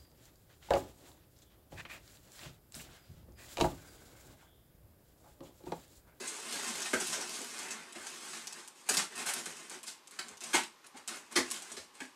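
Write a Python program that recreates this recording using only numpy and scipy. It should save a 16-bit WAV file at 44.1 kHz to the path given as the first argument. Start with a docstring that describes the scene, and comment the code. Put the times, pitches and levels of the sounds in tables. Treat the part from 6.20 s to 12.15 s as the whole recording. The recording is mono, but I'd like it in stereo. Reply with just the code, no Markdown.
"""Knife through box tape

A few metres from the microphone pair, in a carpeted room, a knife slits the tape along a large cardboard box.
The sliding blade makes a stream of tiny fractures that drive tape, card and hollow box together.
The tape ticks and rips in short bursts; where a seam gives way, fractures make the box thump
and its wall and flap ring with a fluttering pitch. Echoes and a faint steady room noise surround it all."""
import sys
import numpy as np
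from scipy import signal
from scipy.fft import rfft, irfft, next_fast_len
from scipy.io import wavfile
from scipy.ndimage import uniform_filter1d, map_coordinates

SR = 44100
rng = np.random.default_rng(int(sys.argv[2]) if len(sys.argv) > 2 else 0)


def generate_wav(signal):
    """Clip the signal to [-1, 1] and save it as 16-bit WAV at the path in sys.argv[1]."""
    frames = np.transpose(np.atleast_2d(signal))
    scaled = np.clip(frames, -1, 1) * 32767
    pcm = np.round(scaled).astype(np.int16)
    wavfile.write(sys.argv[1], SR, pcm)


N = 262395

# Two long cuts along the top of the box, as points on a curve.
# Each row: time in seconds, level in dB, bite into the cardboard in dB.
LONG_CUTS = [(0.0, -43.5, -4), (0.23, -46, -4), (0.33, -38, -4.5), (0.55, -42, -2), (0.72, -43, -6.5),
             (0.87, -37.5, -10), (1.0, -45.5, 0), (1.15, -41, -8.5), (1.27, -46, -6), (1.41, -43.5, -2),
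             (1.55, -52, 4.5), (1.72, -59.5, 2.5), (1.78, -48.5, -2), (2.0, -47, -5), (2.16, -46, -5.5),
             (2.32, -54, -2), (2.39, -51.5, 1.5), (2.5, -65, -7)]
# Short pushes of the blade down the end of the box.
# Each row: start in seconds, length in seconds, level in dB, bite in dB.
PUSHES = [(2.543, 0.11, -57, -6.5), (2.651, .04, -51, 0.5), (2.7, 0.13, -39.5, -5.5),
          (2.896, .06, -49.5, 1.5), (2.955, 0.065, -41, -0.5), (3.131, 0.059, -38.5, -4.5),
          (3.227, 0.099, -47, -3), (3.344, 0.12, -49.5, -1), (3.495, 0.052, -45.5, -2),
          (3.658, 0.022, -41, -14), (3.906, 0.053, -54.5, -1.5), (4.023, 0.11, -57.5, 2.5),
          (4.2, 0.19, -44.5, -4), (4.738, 0.044, -60, 8), (4.868, 0.095, -45.5, -0.5),
          (5.006, 0.068, -63, 1.5), (5.101, 0.06, -50, 1.5), (5.24, 0.056, -48, -1.5),
          (5.3, 0.068, -41.5, -6), (5.407, 0.14, -49.5, -3.5), (5.56, 0.057, -52.5, -9),
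          (5.729, 0.11, -58.5, -2), (5.802, 0.037, -53.5, -4)]
PUSH_ATTACK_S, PUSH_SAG_DB_PER_S, PUSH_RELEASE_S = 0.017, 17.5, 0.028
# The deeper the bite, the more the hollow box rumbles: rumble at a bite of 0 dB, and dB gained per dB of bite.
CUT_RUMBLE_DB, RIP_RUMBLE_DB, RUMBLE_PER_BITE = -8.5, -14.5, 0.85

# Short rips of the tape.
# Each row: start in seconds, level in dB, bite in dB, length in seconds, pitch of the tape in Hz.
RIPS = [(0.071, -38, -32, 0.023, 7350), (0.471, -38.5, -5.5, 0.022, 8200), (0.617, -35, -5.5, 0.0089, 6000),
        (0.656, -37.5, -1, 0.011, 5500), (0.73, -32.5, 3, 0.011, 3020), (0.799, -34.5, -4, 0.015, 8050),
        (0.92, -34.5, -6, 0.032, 6300), (1.007, -35, -18, 0.011, 5560), (1.504, -37, -10, 0.014, 6400),
        (1.745, -52.5, 1.5, 0.028, 3000), (1.864, -42.5, -9, 0.016, 6900),
        (2.131, -42.5, -0.5, 0.009, 5500), (2.688, -22.5, -8, 0.011, 11600),
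        (2.733, -31.5, -6.5, 0.019, 11000), (2.776, -32.5, -3, .029, 7300), (2.952, -43, -6, 0.012, 10000),
        (2.992, -42, -5, 0.013, 8500), (3.054, -35, -4, 0.054, 11200), (3.257, -44.5, 0, 0.013, 3500),
        (3.636, -47.5, -1.5, 0.008, 9000), (3.669, -43.5, -7.5, 0.024, 4970), (3.988, -35, 0, 0.0086, 4380),
        (4.33, -28, -1, .039, 3120), (4.433, -40, -7, 0.0069, 3950), (4.64, -58, 1, 0.017, 2460),
        (4.766, -50.5, -12, 0.016, 3520), (4.883, -38.5, -8.5, .011, 4430),
        (5.155, -27.5, -3.5, 0.029, 4800), (5.302, -38, -17, 0.0044, 8600), (5.518, -44, -6, .008, 7700),
        (5.565, -42, -4.5, 0.015, 4500), (5.803, -42.5, 4, 0.0061, 2690)]
# Sharp ticks of the tape.
# Each row: time in seconds, relative level in dB, pitch of the snapping strip in Hz.
TICKS = [(0.2004, -45, 7200), (0.626, -39, 6040), (0.7396, -34, 6560), (0.8708, -37, 10000),
         (1.39, -41.5, 6600), (1.7254, -47.5, 8200), (2.272, -37.5, 5800), (2.3265, -43.5, 6360),
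         (2.4771, -45.5, 8850), (2.771, -25, 5300), (3.137, -33, 10000), (3.258, -39.5, 8250),
         (3.4976, -42.5, 8500), (3.6315, -45.5, 10100), (3.874, -50.5, 6900), (3.911, -50.5, 9500),
         (4.0845, -46, 6900), (4.1721, -51.5, 6000), (4.207, -45, 6900), (4.238, -40.5, 7600),
         (4.6666, -52, 9600), (4.8771, -36.5, 7850), (5.124, -47, 9100), (5.3124, -32, 9250),
         (5.4218, -44, 7440), (5.5183, -43.5, 7700)]
# Thumps of the flexing box; wall and flap ring at pitches set by how much tape still holds them.
# Each row: start in seconds, boom in dB, clap relative to boom in dB, length in seconds,
# wall pitch in Hz, wall level in dB, flap pitch in Hz, flap level in dB.
THUMPS = [(0.733, -29, -3, 0.0067, 391, -22, 1560, -20), (1.187, -48, -18, 0.034, 224, -46, 1520, -64),
          (2.775, -58, 2, 0.0079, 191, -36, 2027, -30), (4.34, -38, 1, 0.015, 344, -26, 896, -21.5),
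          (4.742, -63, -3, 0.019, 249.6, -44, 846, -45), (5.159, -34.5, -1, 0.031, 349, -19.5, 1980, -22.5),
          (5.81, -44, -10, 0.0077, 294, -37, 1620, -38)]
# The box wall gives softly under the hand. Each row: start in seconds, level in dB.
BUMPS = [(0.0, -44.5), (0.29, -50.5), (0.488, -50), (0.806, -43), (0.885, -47), (0.97, -47), (1.755, -46),
         (2.698, -39.5), (3.185, -57), (3.262, -47.5), (3.546, -51.5), (4.09, -55), (4.425, -62),
         (4.889, -68), (5.51, -51), (5.566, -45.5)]
BUMP_S = 0.018

# Ringing of the hollow box, then of its panels. Each row: pitch in Hz, width in Hz, relative level in dB.
BOX_MODES = [(163, 25, -26.5), (223.1, 8, 2.5), (286, 19, 9), (350, 120, 17), (440, 55, 11),
             (437, 8.6, -20)]
PANEL_MODES = [(970, 68, 11), (1050, 130, 18.5), (1555, 150, 17.5), (1670, 320, 12), (1940, 220, -33.5)]

# Spectra of the sliding tape, the snapping tape, the rasping card, the box cavity,
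# a thump of the hollow box and the room noise. Each row: frequency in Hz, relative density in dB per Hz.
HISS_SPECTRUM = [(1200, -31.5), (2300, -7), (3200, -1), (5000, 0.5), (7000, 2), (8500, 3.5), (10000, -1),
                 (12000, -10), (14000, -17.5), (16000, -32)]
TICK_SPECTRUM = [(1200, -18), (2500, 4), (4500, 3), (8500, 5), (11000, 1), (14000, -13), (16000, -36)]
RASP_SPECTRUM = [(250, -33.5), (550, -3), (900, 3.5), (1300, 1.5), (1900, 5.5), (2600, 0), (4000, -15),
                 (8000, -63.5)]
HOLLOW_SPECTRUM = [(25, -55), (55, -28), (84, -7), (105, -22), (135, -18.5), (165, 1), (350, -7.5),
                   (550, -6.5), (1000, -17), (3000, -89)]
THUD_SPECTRUM = [(30, -51), (85, -19), (135, -27), (200, -15), (240, 4), (430, 1.5), (560, -7), (1000, -14),
                 (3000, -44)]
AIR_SPECTRUM = [(18, -24), (30, -35.5), (355, -7.5), (760, -14), (822, -4.5), (913, -8.5), (1100, -3),
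                (1350, -11.5), (2410, -13.5), (4190, -15.5), (8080, -20.5), (14000, -25), (16000, -66)]
AIR_DB = -61.5

# Decay of the carpeted room. Each row: frequency in Hz, time to fall 60 dB in seconds.
ROOM_DECAY = [(100, 0.32), (300, 0.18), (1000, 0.25), (3000, 0.24), (8000, 0.22), (15000, 0.21)]
# Likeness of the two microphones. Each row: frequency in Hz, left-right correlation from -1 to 1.
MIC_LIKENESS = [(30, .4), (70, .7), (130, .94), (300, .94), (600, .76), (1800, .74), (3500, .67),
                (6500, .82), (8300, .35), (10000, -.2), (13000, -.1)]
# Mismatch of the two microphones.
# Each row: frequency in Hz, left minus right in dB, left phase lead in radians.
MIC_MISMATCH = [(100, -1.2, 0), (400, -1.2, .03), (1000, -1.1, .15), (3500, -.6, .1), (6000, .1, 0),
                (8000, 1.3, -.2), (8900, 2, -.8), (10300, -1.8, -1.1), (15000, -1, -.7)]
LOW_CUT_HZ = 47  # the box radiates little below this
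BAND_LIMIT_HZ = 15850


def amp(db):
    """Decibels to gain."""
    return 10 ** (np.asarray(db) / 20)


def unit(x):
    """Scales to energy 1."""
    return x / np.sqrt(np.sum(x ** 2) + 1e-20)


def read(points, hz):
    """Reads a table on a log-frequency axis."""
    f, value = np.transpose(points)
    return np.interp(np.log(hz + 1), np.log(f + 1), value)


def add(mix, s, sound):
    """Adds a sound to the mix at a time in seconds."""
    part = mix[..., max(round(s * SR), 0):][..., :sound.shape[-1]]
    part += sound[..., :part.shape[-1]]


def through(x, response):
    """Plays a signal through a response."""
    return signal.oaconvolve(x, response)[:N]


def colour(points, size=4096):
    """The causal, minimum-phase click that has this spectrum, at energy 1."""
    gains = amp(read(points, np.fft.rfftfreq(size, 1 / SR)))
    cepstrum = irfft(np.log(gains))
    # folding the cepstrum forward in time makes the click causal
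    cepstrum[1:size // 2] *= 2
    cepstrum[size // 2 + 1:] = 0
    return unit(irfft(np.exp(rfft(cepstrum))))


def taut(points, hz, lift_db, octaves):
    """The click of a stretched strip of tape, with one broad resonance."""
    grid = np.geomspace(800, 18000, num=60)
    resonance = np.exp(-(np.log2(grid / hz) / octaves) ** 2)
    return colour(np.c_[grid, read(points, grid) + lift_db * resonance])


def ring(modes, size=4096):
    """Damped modes after one push; a wider mode dies sooner."""
    t = np.arange(size) / SR
    out = np.zeros(size)
    for k, (hz, width, db) in enumerate(modes):
        mode = unit(np.exp(-np.pi * width * t) * np.sin(2 * np.pi * hz * t))
        out += (-1) ** k * amp(db) * mode  # neighbours swing in opposite directions
    return unit(out)


def fractures(count, per_s, spread_db):
    """Tiny breaks at random moments, a few much larger than the rest; rms 1."""
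    chance, size, sign = rng.random((3, count))
    sizes = amp(spread_db * np.minimum(-np.log(1 - size), 4)) * np.sign(sign - .5)
    return unit(sizes * (chance < per_s / SR)) * np.sqrt(count)


def burst(length, response, per_s, spread_db, onset, size=8192):
    """Fractures that swell quickly and die, through a response; rms near 1 over the length in seconds."""
    length = max(length, .002)
    u = np.arange(size) / SR / length
    envelope = (1 - np.exp(-u / onset)) * np.exp(-u ** 2)
    run = fractures(size, per_s, spread_db) * envelope
    return unit(signal.fftconvolve(run, response)) * np.sqrt(length * SR)


def strokes():
    """Gains of the blade's hiss, rasp and rumble: long cuts, then pushes that rise, sag and release."""
    t = np.arange(N) / SR
    s, level, bite = np.transpose(LONG_CUTS)
    release = np.exp(-np.maximum(t - s[-1], 0) / PUSH_RELEASE_S)
    moves = [(amp(np.interp(t, s, level)) * release, np.interp(t, s, bite))]
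    for start, length, db, bite in PUSHES:
        age = np.clip(t - start, 0, 1)
        rise = np.minimum(age / PUSH_ATTACK_S, 1)
        release = np.exp(-np.maximum(age - length, 0) / PUSH_RELEASE_S)
        moves.append((amp(db - PUSH_SAG_DB_PER_S * age) * rise * release, bite))
    # share: how strongly the bite raises tape hiss, card rasp and box rumble
    return [np.sqrt(sum((gain * amp(share * bite)) ** 2 for gain, bite in moves))
            for share in (0, 1, RUMBLE_PER_BITE)]


def blade(gains, hiss, rasp, hollow, hiss_db=-2, rasp_db=-2, judder_db=-1.0, per_s=5000, spread_db=3.0):
    """The sliding edge catches unevenly; the same fractures drive tape, card and box."""
    tape, card, box = gains
    catch = uniform_filter1d(uniform_filter1d(rng.standard_normal(N), 400), 150)
    catch = unit(catch) * np.sqrt(N)
    drive = fractures(N, per_s, spread_db) * amp(judder_db * catch)
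    tape_hiss = through(drive * tape * amp(hiss_db), hiss)
    card_rasp = through(drive * card * amp(rasp_db), rasp)
    box_rumble = through(drive * box * amp(CUT_RUMBLE_DB), hollow)
    return tape_hiss + card_rasp + box_rumble


def crackle(gain, level_db=-8, per_s=180, spread_db=5.0):
    """Single fibres and crumbs of glue pop under the moving blade."""
    return through(fractures(N, per_s, spread_db) * amp(level_db) * gain, colour(TICK_SPECTRUM))


def wander(x, depth_db, size=512):
    """Tape and fibres vary along the cut, so the colour of the scrape keeps shifting."""
    hz, at, z = signal.stft(x, SR, nperseg=size)
    # a random field in dB, interpolated over warped frequency and over blocks of 7 frames
    field = rng.standard_normal((40, len(at) // 7 + 2))
    where = np.meshgrid(6 * np.log(1 + hz / 500), np.arange(len(at)) / 7, indexing="ij")
    shift_db = depth_db * map_coordinates(field, where, order=1)
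    return signal.istft(z * amp(shift_db), SR, nperseg=size)[1][:N]


def rips(rasp, hollow, level_db=0):
    """A stretch of tape parts all at once, as a burst of fractures through tape, card and box."""
    out = np.zeros(N)
    for s, db, bite, length, hz in RIPS:
        tape = taut(HISS_SPECTRUM, hz, lift_db=5, octaves=0.33)
        rumble_db = RIP_RUMBLE_DB + RUMBLE_PER_BITE * bite
        response = tape + amp(bite) * rasp + amp(rumble_db) * hollow
        gain = amp(db + level_db) * np.linalg.norm(response)
        add(out, s, gain * burst(length, response, per_s=4000, spread_db=2.5, onset=0.21))
    return out


def ticks(rasp, level_db=19, card_db=-15, crumble_db=-22):
    """One brittle snap of the tape, with a few milliseconds of crumbling."""
    out = np.zeros(N)
    for s, db, hz in TICKS:
        response = taut(TICK_SPECTRUM, hz, lift_db=6.5, octaves=0.42) + amp(card_db) * rasp
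        crumble = burst(0.0068, response, per_s=5500, spread_db=1.0, onset=1.0)
        add(out, s, amp(db + level_db) * response)
        add(out, s, amp(db + level_db + crumble_db) * crumble)
    return out


def thumps(hollow, clap):
    """A seam lets go: fractures make the panels clap and the box boom."""
    out = np.zeros(N)
    for s, db, clap_db, length, *_ in THUMPS:
        add(out, s, amp(db) * burst(length, hollow, per_s=1400, spread_db=8.5, onset=0.051))
        add(out, s, amp(db + clap_db) * burst(length, clap, per_s=950, spread_db=2.0, onset=0.028))
    return out


def panels(wall_s=0.015, flap_s=0.015, swell=0.29, wall_flutter=0.069, flap_flutter=0.047,
           overtone=1.28, overtone_db=-8, size=8192):
    """Wall and flap swing up while the seam tears, then die away with a fluttering pitch."""
    out, t = np.zeros(N), np.arange(size) / SR
    for s, _, _, length, wall_hz, wall_db, flap_hz, flap_db in THUMPS:
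        partials = [(wall_hz, wall_db, wall_s, wall_flutter),
                    (wall_hz * overtone, wall_db + overtone_db, wall_s, wall_flutter),
                    (flap_hz, flap_db, flap_s, flap_flutter)]
        for hz, db, decay, flutter in partials:
            bend = unit(uniform_filter1d(rng.standard_normal(size), 120)) * np.sqrt(size)
            phase = 2 * np.pi * np.cumsum(hz * (1 + flutter * bend)) / SR
            swing = (1 - np.exp(-t / (swell * length))) ** 2 * np.exp(-t / decay)
            add(out, s, amp(db) * swing / swing.max() * np.sin(phase))
    return out


def bumps(hollow):
    """The wall flexes and the hollow box answers with a soft, low knock."""
    out = np.zeros(N)
    for s, db in BUMPS:
        add(out, s, amp(db) * burst(BUMP_S, hollow, per_s=3000, spread_db=3.0, onset=0.2))
    return out


def pair(a, b):
    """Two close microphones: a shared and an opposed signal, weighted to the likeness at each frequency."""
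    alike = np.clip(read(MIC_LIKENESS, np.fft.rfftfreq(len(a), 1 / SR)), -1, 1)
    mid = rfft(a) * np.sqrt((1 + alike) / 2)
    side = rfft(b) * np.sqrt((1 - alike) / 2)
    return irfft([mid + side, mid - side], len(a))


def place(x, wet_db, early_db, early_s, size=20480):
    """From one spot: direct sound, a cluster of echoes from box, wall and floor, and a short tail."""
    t = np.arange(size) / SR
    noise = rng.standard_normal((2, size)) * np.clip(t / 0.0093 - .4, 0, 1)  # the tail fades in late
    hz, at, z = signal.stft(noise, SR, nperseg=256)
    decay_db = -60 * at / read(ROOM_DECAY, hz)[:, None]
    tails = signal.istft(z * amp(decay_db), SR, nperseg=256)[1][:, :size]
    signs = np.sign(rng.standard_normal((2, size)))
    arrivals = rng.random((2, size)) < 3000 / SR  # about 3000 echoes per second
    echoes = signs * arrivals * np.exp(-t / early_s) * (t > .0005)
    response = pair(*(amp(wet_db) * unit(tail) + amp(early_db) * unit(echo)
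                      for tail, echo in zip(tails, echoes)))
    response[:, 0] += amp(-7.5)  # direct sound
    return np.array([through(x, r[:size // 4 * 3]) for r in response])


def room(x, wet_db=-5.0, early_db=-4.5, early_s=0.0079, count=6):
    """As hand and body move along the box, the sound crossfades round a cycle of echo patterns."""
    spot = np.arange(N) / SR / .035  # a new pattern every 35 ms
    out = np.zeros((2, N))
    for k in range(count):
        away = abs((spot - k + count / 2) % count - count / 2)
        fade = np.cos(np.pi / 2 * np.minimum(away, 1))
        out += place(x * fade, wet_db, early_db, early_s)
    return out


def air():
    """The faint steady noise of the room: coloured noise at the microphone pair."""
    tone = colour(AIR_SPECTRUM)
    return amp(AIR_DB) * pair(*(through(rng.standard_normal(N), tone) for _ in range(2)))


def scene(snap_db=-5):
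    """All the cutting sounds through the box, in the room."""
    hiss, card, cavity = colour(HISS_SPECTRUM), colour(RASP_SPECTRUM), colour(HOLLOW_SPECTRUM)
    box_ring = through(ring(BOX_MODES), cavity)[:len(cavity)]
    hollow = unit(cavity + 0.96 * unit(box_ring))
    rasp = unit(card + 0.15 * ring(PANEL_MODES))
    gains = strokes()
    scrape = blade(gains, hiss, rasp, hollow) + crackle(gains[0])
    cutting = wander(scrape, depth_db=1.5)
    snaps = ticks(rasp)
    dry = cutting + rips(rasp, hollow) + snaps + bumps(hollow) + thumps(colour(THUD_SPECTRUM), rasp)
    radiated = signal.lfilter(*signal.butter(2, LOW_CUT_HZ, "highpass", fs=SR), dry)
    # the broad panels and the snapping tape face the microphones, so they sound drier than the blade
    facing = place(panels(), wet_db=-12, early_db=-13.0, early_s=0.0091) + amp(snap_db) * snaps
    return room(radiated) + facing + air()


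def record(dry):
    """The microphone pair's slight mismatch in level and phase, then the band limit."""
    size = next_fast_len(N + 4096)
    hz, mismatch = np.fft.rfftfreq(size, 1 / SR), np.array(MIC_MISMATCH)
    balance_db = read(mismatch[:, :2], hz)
    lead = read(mismatch[:, ::2], hz)
    left = amp(balance_db / 2) * np.exp(.5j * lead)  # half to each side
    heard = irfft(rfft(dry, size) * np.array([left, 1 / left]), size)[:, :N]
    band_limit = signal.firwin(511, BAND_LIMIT_HZ, window=("kaiser", 9), fs=SR)
    return signal.oaconvolve(heard, band_limit[None], "same")


dry = scene()
out = record(dry)
generate_wav(out)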